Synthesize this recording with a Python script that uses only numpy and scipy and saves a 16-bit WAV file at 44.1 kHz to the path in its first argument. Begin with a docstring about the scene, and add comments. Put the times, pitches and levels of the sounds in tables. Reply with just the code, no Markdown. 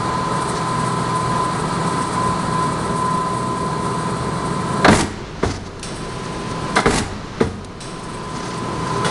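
"""A motor hums, gears whine and a rubbing clutch sizzles: a big sheet-metal shear idles in a workshop.
Twice the clutch clanks in, the hold-downs slam, the blade scrapes past and the ram stops with a thud;
a third clank begins at the end. Each impact excites the resonances of the steel and echoes in the hall.
The blows overload a small camera, whose gain control ducks at once and creeps back."""
import sys
import numpy as np
from scipy import signal
from scipy.fft import rfft, irfft, next_fast_len
from scipy.io import wavfile
from scipy.ndimage import uniform_filter1d, map_coordinates

SR = 44100
rng = np.random.default_rng(int(sys.argv[2]) if len(sys.argv) > 2 else 0)


def to_wav(s):
    """Save 16-bit WAV."""
    ch = np.atleast_2d(s).T  # columns
    pcm = np.round(np.clip(ch, -1, 1) * 32767)  # PCM
    wavfile.write(sys.argv[1], SR, pcm.astype(np.int16))


N = 401310

# strokes, timed by the hold-downs' slam: (t/s, force/dB, rebound/dB, ram landing/dB, pawl click/dB)
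STROKES = [(4.881, -1.5, 12.5, -8, -6), (6.857, -4.5, 2.5, 8, -19)]
# heavy blows on the bed in each stroke: (t/s after the slam, level/dB, t60/s, frame ring/dB)
THUDS = [(0, 9.5, 0.086, -16), (.016, 7.5, 0.11, -7), (0.074, 2, .15, -28), (.137, 2, 0.15, -6),
         (0.5508, 9, 0.087, -24), (.572, 0, 0.07, -2), (0.61, 1, 0.14, -31)]
STOP_S, HOME_S = .554, .947  # after the slam: the ram stops, the pawl is home


def impacts():
    """Impact excitation: clanks ring fittings and brackets, thuds the bed, and the landing the ram."""
    # the tripped clutch clanking in: (t/s, level/dB, t60/s)
    trips = [(4.8454, 1, 0.13), (6.763, -2.5, 0.08), (6.767, 1, 0.08), (6.788, -1, .08),
             (9.045, -15.5, 0.11), (9.061, -17, 0.23)]
    # steel on steel at hold-downs and brake: (t/s after the slam, level/dB, t60/s)
    stroke_clanks = [(0, 9.5, 0.09), (.5465, 0, 0.22)]
    # resonances of small fittings, heavy brackets and the panelled bed: (f/Hz, width/Hz, level/dB)
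    fittings = [(1028, 110, -4.5), (1200, 87, 6.5), (1510, 280, 1.5), (2090, 210, -2), (3420, 350, -11),
                (4260, 330, -11.5)]
    brackets = [(430, 58, 2.5), (650, 110, 3), (783, 104, 3), (966, 60, -1)]
    bed = [(204.6, 32, 2), (285, 22.5, 0.5), (399, 39, -2.5), (454, 12.4, -4.5), (880, 420, -24)]
    # spectrum of struck steel: (f/Hz, level/dB)
    steel = [(100, -8), (600, 12), (1400, 2), (2700, -27), (4500, -4), (6500, -17), (10000, -16.5)]
    # modes of the ram: (f/Hz, level/dB, t60/s)
    ram_modes = [(217, 1.5, 0.043), (383, -9, 0.094), (443, 1, 0.089)]
    # the hold-downs rebound: a thud with a clank just behind it
    rebounds = [(s + .037, db, 0.055) for s, _, db, _, _ in STROKES]
    clanks = trips + each_stroke(stroke_clanks) + [(s + 0.0112, db - 3, t60) for s, db, t60 in rebounds]
    thuds = each_stroke(THUDS) + rebounds + [(s, db - 11.5, t60) for s, db, t60 in trips]
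    stops = [(s + STOP_S, db) for s, _, _, db, _ in STROKES]
    # each clank darkens: the low resonances swell later and outlast the high ones
    short = [(s, db, 0.9 * t60) for s, db, t60 in clanks]
    clang = amp(-3.5) * resonant(fittings) + amp(-10) * plate(steel, ripple_db=7)
    bright = blows(short, attack=0.00073) * clang
    dark = blows(clanks, attack=0.0077) * amp(-1) * resonant(brackets)
    boom = blows(thuds, attack=0.0023) * resonant(bed)
    return bright + dark + boom + struck(stops, ram_modes, attack=0.0018)


def blade():
    """Sliding friction: the blade catches unevenly on its guides, pressing harder until it is through."""
    # spectrum of the scrape: (f/Hz, level/dB)
    spectrum = [(60, 3), (200, 5), (400, 1.5), (520, -7), (850, 1), (1300, -9), (2000, -6), (2700, -13.5),
                (4200, -11.5), (6500, -14.5), (10000, -12.5)]
    pressure = forced(held(0, end=.133, rise_s=0.099, fall_db_per_s=430))
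    return pressure * amp(3.5 + 2.2 * wobble(160)) * plate(spectrum, ripple_db=1.5)


def frame():
    """Free vibration: thuds ring the heavy frame, and each slam sets it rocking on its footing."""
    # low modes of the whole frame: (f/Hz, level/dB, t60/s)
    modes = [(70, 4, 0.21), (94.1, 0, 1), (118.7, 0, 0.37)]
    # spectrum of the rocking: (f/Hz, level/dB)
    rocking = [(15, -8), (25, -6), (34, -15), (44, -1), (53, -9), (75, -15), (130, -52.5)]
    hits = each_stroke([(after, ring_db) for after, _, _, ring_db in THUDS])
    ring = struck(hits, modes, attack=0.0035)
    jolt = amp(-15) * held(0, .04, rise_s=.04, fall_db_per_s=70)
    rock = amp(-19) * held(0, HOME_S, rise_s=.04, fall_db_per_s=21)
    return ring + forced(jolt + rock) * noise(rocking)


def labour():
    """Tooth contact noise: loaded gears growl; released, they rattle in their backlash."""
    # spectrum of the labouring gears: (f/Hz, level/dB)
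    spectrum = [(60, -12.5), (120, -0.5), (180, 1), (260, -2.5), (420, -3.5), (560, -10), (900, -12.5),
                (1400, -12.5), (2100, -18), (2800, -19.5), (4300, -21), (6500, -26.5), (10000, -48)]
    growl = amp(-15) * forced(held(0, STOP_S, rise_s=.15, fall_db_per_s=11))
    rattle = amp(-14) * forced(held(HOME_S, HOME_S, rise_s=0.016, fall_db_per_s=8.5))
    return np.hypot(growl, rattle) * amp(0.6 * wobble(27)) * plate(spectrum, ripple_db=1.3)


def drive():
    """Rotating machinery: motor and flywheel rumble, shafts hum, gears rush and whine as teeth mesh."""
    # the idling drive as the listener walks up: (t/s, rumble/dB, gear rush/dB)
    approach = [(0, -25.5, -27.8), (1.2, -26, -28), (2.4, -24, -28.2), (3.4, -24.5, -31.3),
                (4.6, -23.5, -29.6), (6.6, -21.8, -28.3), (9.1, -23.5, -29)]
    # spectra of rumble and gear rush: (f/Hz, level/dB)
    rumble_spectrum = [(20, -15), (35, -18), (50, -7.5), (105, -5.5), (150, 0), (220, -2.5), (340, -7.5),
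                       (410, -3), (520, -10), (900, -28.5), (2000, -48)]
    rush_spectrum = [(150, -14), (450, 1.5), (620, -3), (850, 1.5), (1050, 5), (1400, -1.5), (2000, -9.5),
                     (2700, -16), (3600, -13), (4250, -12), (4900, -16.5), (6500, -20), (10000, -23)]
    # lines of motor and shafts: (f/Hz, level/dB)
    hum_lines = [(96, -57), (121.5, -33), (135.5, -40.5), (162, -31.5), (183.3, -34), (243, -40.5),
                 (329, -41.5), (398.4, -39.5), (657, -44), (1314, -42), (1647, -54), (1976, -53.5),
                 (4274, -55), (8226, -56.5)]
    # lower shaft sideband and gear mesh: (f/Hz, level/dB)
    mesh_lines = [(986.4, -9), (1017.2, 2.6)]
    # the whine swelling in the room's standing waves: (t/s, level/dB)
    whine_swell = [(0.0, -27.5), (0.39, -28.5), (0.5, -33), (0.73, -26.5), (1.06, -29.5), (1.16, -24.5),
                   (1.28, -28), (1.41, -22.5), (1.52, -27.5), (1.55, -36), (1.98, -27.5), (2.01, -24),
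                   (2.12, -39), (2.18, -24), (2.28, -22), (2.44, -33.5), (2.63, -21), (2.8, -36),
                   (3.05, -21.5), (3.41, -28), (4.3, -33.5), (4.84, -28.5)]
    rumble_db, rush_db = curves(approach)
    rumble = amp(rumble_db - 1.5 + 1.15 * wobble(12)) * noise(rumble_spectrum)
    rush = amp(rush_db + 3.5 + 0.51 * wobble(14)) * plate(rush_spectrum, ripple_db=2.5)
    # a slightly uneven speed smears the high lines most
    hum = sum(amp(db) * tone(hz, drift=.5 + hz / 900, flutter_db=2.5) for hz, db in hum_lines)
    (side_hz, side_db), (mesh_hz, mesh_db) = mesh_lines
    mesh = amp(mesh_db) * tone(mesh_hz, drift=0.35, flutter_db=0)
    sideband = amp(side_db) * tone(side_hz, drift=1, flutter_db=0.5)
    whine = amp(curves(whine_swell)[0] - 8 * engaged()) * (mesh + sideband)
    return rumble + rush + hum + whine


def clutch():
    """Dry friction: the clutch sizzles while disengaged, hardest just after it is freed."""
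    # the idle rubbing: (t/s, level/dB)
    rub = [(.28, -47), (.36, -38.5), (2.1, -36.5), (3.6, -41), (4.8, -41.5)]
    # its spectrum: (f/Hz, level/dB)
    sizzle = [(2000, -35), (4000, -2), (7000, -8), (7900, 1.5), (8240, 5), (8600, 1), (9500, 1.5),
              (10400, -2.5)]
    flare = forced(held(HOME_S, HOME_S, rise_s=.05, fall_db_per_s=26))
    friction = amp(curves(rub)[0]) * (1 - engaged()) + amp(-28) * flare
    return friction * amp(2 + 3.3 * wobble(55)) * plate(sizzle, ripple_db=3.5)


def chime():
    """Mode splitting: struck by the pawl, the slightly unround clutch ring sounds clusters of tones."""
    # modes of the ring: (f/Hz, level/dB, t60/s)
    modes = [(3460, -6, 1), (3990, -5, 1), (4530, -8, .7), (5450, -4, 1), (6100, -8, 1), (8160, 1.5, 0.57),
             (8790, -17, .65), (9510, -12, .55)]
    clusters = [(hz * (1 + 0.012 * z), db, t60) for hz, db, t60 in modes for z in rng.standard_normal(5)]
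    return struck(each_stroke([(HOME_S, -26)]), clusters, attack=.002)


def ticks():
    """Brief contacts give bright spectra: linkage, pawl and loose parts click."""
    # the linkage snapping over, lastly the pawl's rattle: (t/s after the slam, level/dB, t60/s)
    snaps = [(.101, -4, .04), (.127, 8.5, 0.034), (.563, -16.5, 0.74), (.947, -13.5, 0.45)]
    # stray ticks of loose parts: (t/s, level/dB, t60/s)
    strays = [(2.02, -29, 0.11), (5.794, -15.5, 0.041), (6.755, -15, 0.34), (6.80, -14, 0.062),
              (7.646, -7, 0.025), (9.046, -24, 0.83)]
    # spectrum of a click: (f/Hz, level/dB)
    spectrum = [(800, -11), (2500, 0), (4000, 1.5), (6200, 0), (7400, -5), (8400, -2), (9600, 0),
                (10500, -5.5)]
    pawl_clicks = [(s + HOME_S, db, .09) for s, *_, db in STROKES]
    return blows(each_stroke(snaps) + pawl_clicks + strays, attack=0.001) * plate(spectrum, ripple_db=1.5)


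def treadle():
    """Modal ringing: the treadle rod pings as it is pushed."""
    # the push: (t/s, level/dB)
    pings = [(9.044, -21)]
    # modes of the rod: (f/Hz, level/dB, t60/s)
    modes = [(2920, -4, .15), (3400, -8, 0.35)]
    return struck(pings, modes, attack=.002)


def scuffs():
    """Amplitude-modulated noise: soft, brief hisses swell and fade."""
    # the hisses: (t/s, level/dB, half-length/s)
    hisses = [(0.562, -33.5, 0.028), (5.52, -18, 0.053), (5.666, -21, 0.0092), (6.256, -30, 0.0087),
              (6.503, -28.5, 0.015), (8.383, -28, 0.045), (8.5, -29, 0.055), (8.918, -35.5, 0.08)]
    # their spectrum: (f/Hz, level/dB)
    spectrum = [(1500, -1), (3000, -11.5), (4800, -4.5), (6200, -4.5), (7200, -12), (10000, -19)]
    swell = sum(amp(db) * np.exp(-.5 * ((clock() - s) / length) ** 2) for s, db, length in hisses)
    return swell * amp(3.8 * wobble(81)) * plate(spectrum, ripple_db=3.5)


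def hall(x):
    """Reverberation: the workshop's diffuse echo decays exponentially, the treble first."""
    # reverberation time: (f/Hz, t60/s)
    decay = [(100, 1), (1000, 0.89), (4000, 0.96), (10000, 0.44)]
    hz, t, bins = signal.stft(rng.standard_normal(2 * SR), SR, nperseg=256)
    tail = signal.istft(bins * amp(-60 * t / along(decay, hz)[:, None]), SR, nperseg=256)[1]
    tail *= 1 - np.exp(-np.arange(len(tail)) / SR / 0.013)
    return signal.fftconvolve(x, tail / np.linalg.norm(tail))[:N]


def held(start, end, rise_s, fall_db_per_s):
    """One envelope per stroke: it rises at start, holds until end (s after the slam) and decays."""
    ages = [clock() - s for s, *_ in STROKES]
    return np.array([np.clip((t - start) / rise_s, 0, 1) * amp(-fall_db_per_s * np.maximum(t - end, 0))
                     for t in ages])


def forced(envelopes):
    """The strongest of the strokes' envelopes, each scaled by its force."""
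    return np.max([amp(db) * envelope for (_, db, *_), envelope in zip(STROKES, envelopes)], axis=0)


def each_stroke(rows):
    """Rows of (t/s after the slam, level/dB, ...) repeated in every stroke, at its force."""
    return [(s + after, db + force, *rest) for s, force, *_ in STROKES for after, db, *rest in rows]


def engaged():
    """The clutch's grip, 0-1: from the slam until the pawl is home."""
    return held(0, HOME_S, rise_s=.1, fall_db_per_s=150).max(axis=0)


def blows(rows, attack):
    """Incoherent addition: the envelopes of exponentially dying blows sum in power."""
    power, t = np.zeros(N + SR), np.arange(SR) / SR
    for s, db, t60, *_ in rows:
        power[round(s * SR):][:SR] += (amp(db - 60 * t / t60) * (1 - np.exp(-t / attack))) ** 2
    return np.sqrt(power[:N])


def struck(hits, modes, attack):
    """Modal superposition: hits (t/s, level/dB) start damped sinusoids in random phases."""
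    out, t = np.zeros(N + 2 * SR), np.arange(2 * SR) / SR
    phases = rng.uniform(0, 2 * np.pi, (len(hits), len(modes)))
    for (s, db), starts in zip(hits, phases):
        ring = sum(amp(level - 60 * t / t60) * np.sin(2 * np.pi * hz * t + phase)
                   for (hz, level, t60), phase in zip(modes, starts))
        out[round(s * SR):][:len(t)] += amp(db) * ring * (1 - np.exp(-t / attack))
    return out[:N]


def resonant(peaks):
    """Forced resonance: noise of rms 1 ringing in peaks (f/Hz, width/Hz, level/dB)."""
    def body(f):
        return sum((-1) ** k * amp(db) * 1j * f * width / (hz * hz - f * f + 1j * f * width)
                   for k, (hz, width, db) in enumerate(peaks))
    ring = filtered(rng.standard_normal(N), body)
    # held level, so that the force of a blow alone sets how loud it rings
    return ring / np.sqrt(np.abs(uniform_filter1d(ring ** 2, size=600)))


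def plate(spectrum, ripple_db):
    """High modal density: noise through the crowded, unevenly strong modes of a steel part."""
    knots = np.arange(0, SR / 2, 45)  # Hz
    strengths = rng.standard_normal(len(knots))
    return unit(filtered(noise(spectrum), lambda hz: amp(ripple_db * np.interp(hz, knots, strengths))))


def noise(spectrum):
    """Coloured noise of rms 1."""
    return unit(filtered(rng.standard_normal(N), lambda hz: amp(along(spectrum, hz))))


def tone(hz, drift, flutter_db):
    """Random modulation: a line of rms 1 whose phase and strength wander."""
    return unit(amp(flutter_db * wobble(4)) * np.sin(2 * np.pi * hz * clock() + drift * wobble(3)))


def wobble(rate):
    """A smooth random curve, rate knots a second."""
    return map_coordinates(rng.standard_normal(int(N * rate / SR) + 4), [clock() * rate])


def filtered(x, response):
    """Linear filtering: the spectrum of x times a frequency response."""
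    size = next_fast_len(N + SR // 2)
    return irfft(rfft(x, size) * response(np.fft.rfftfreq(size, 1 / SR)), size)[:N]


def lag(x, seconds):
    """One-pole smoothing."""
    keep = np.exp(-1 / (seconds * SR))
    return signal.lfilter([1 - keep], [1, -keep], x)


def curves(rows):
    """One value per sample for each column after the time."""
    s, *columns = np.transpose(rows)
    return [np.interp(clock(), s, column) for column in columns]


def along(points, hz):
    """(f/Hz, value) points read on a log axis."""
    f, values = np.transpose(points)
    return np.interp(np.log(hz + 1), np.log(f + 1), values)


def clock():
    """The time of every sample."""
    return np.arange(N) / SR


def amp(db):
    """Decibels to gain."""
    return 10 ** (np.asarray(db) / 20)


def unit(x):
    """x at rms 1."""
    return x / np.sqrt(np.mean(x ** 2) + 1e-20)


def gain_control(x, threshold_db, attack, release_db_per_s):
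    """Compression: loud sound pulls the gain down; it climbs back at a steady pace."""
    level_db = 10 * np.log10(lag(x ** 2, 0.0051) + 1e-12)
    climb = release_db_per_s * clock()
    cut_db = np.maximum.accumulate(np.maximum(level_db - threshold_db, 0) + climb) - climb
    return x * amp(-lag(cut_db, attack))


def scene():
    """Superposition: the strokes and their echo over the running machine."""
    strokes = impacts() + blade()
    machine = drive() + labour() + clutch() + chime() + ticks() + treadle()
    return (strokes + machine + scuffs() + frame() + amp(-9.5) * hall(strokes))[None]


def record(dry):
    """Gain control, saturation and band limiting in the small camera."""
    # microphone response: (f/Hz, level/dB)
    microphone = [(10, -8), (24, 0), (10000, -1), (10450, -6), (10950, -18), (11800, -20.5), (12300, -32)]
    ceiling, top_hz = .68, 12350
    x = gain_control(dry[0], threshold_db=-14.5, attack=0.058, release_db_per_s=11.5)
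    x = x / (1 + np.abs(x / ceiling) ** 8) ** (1 / 8)
    return filtered(x, lambda hz: amp(along(microphone, hz)) * (hz < top_hz))[None]


dry = scene()
out = record(dry)
to_wav(out)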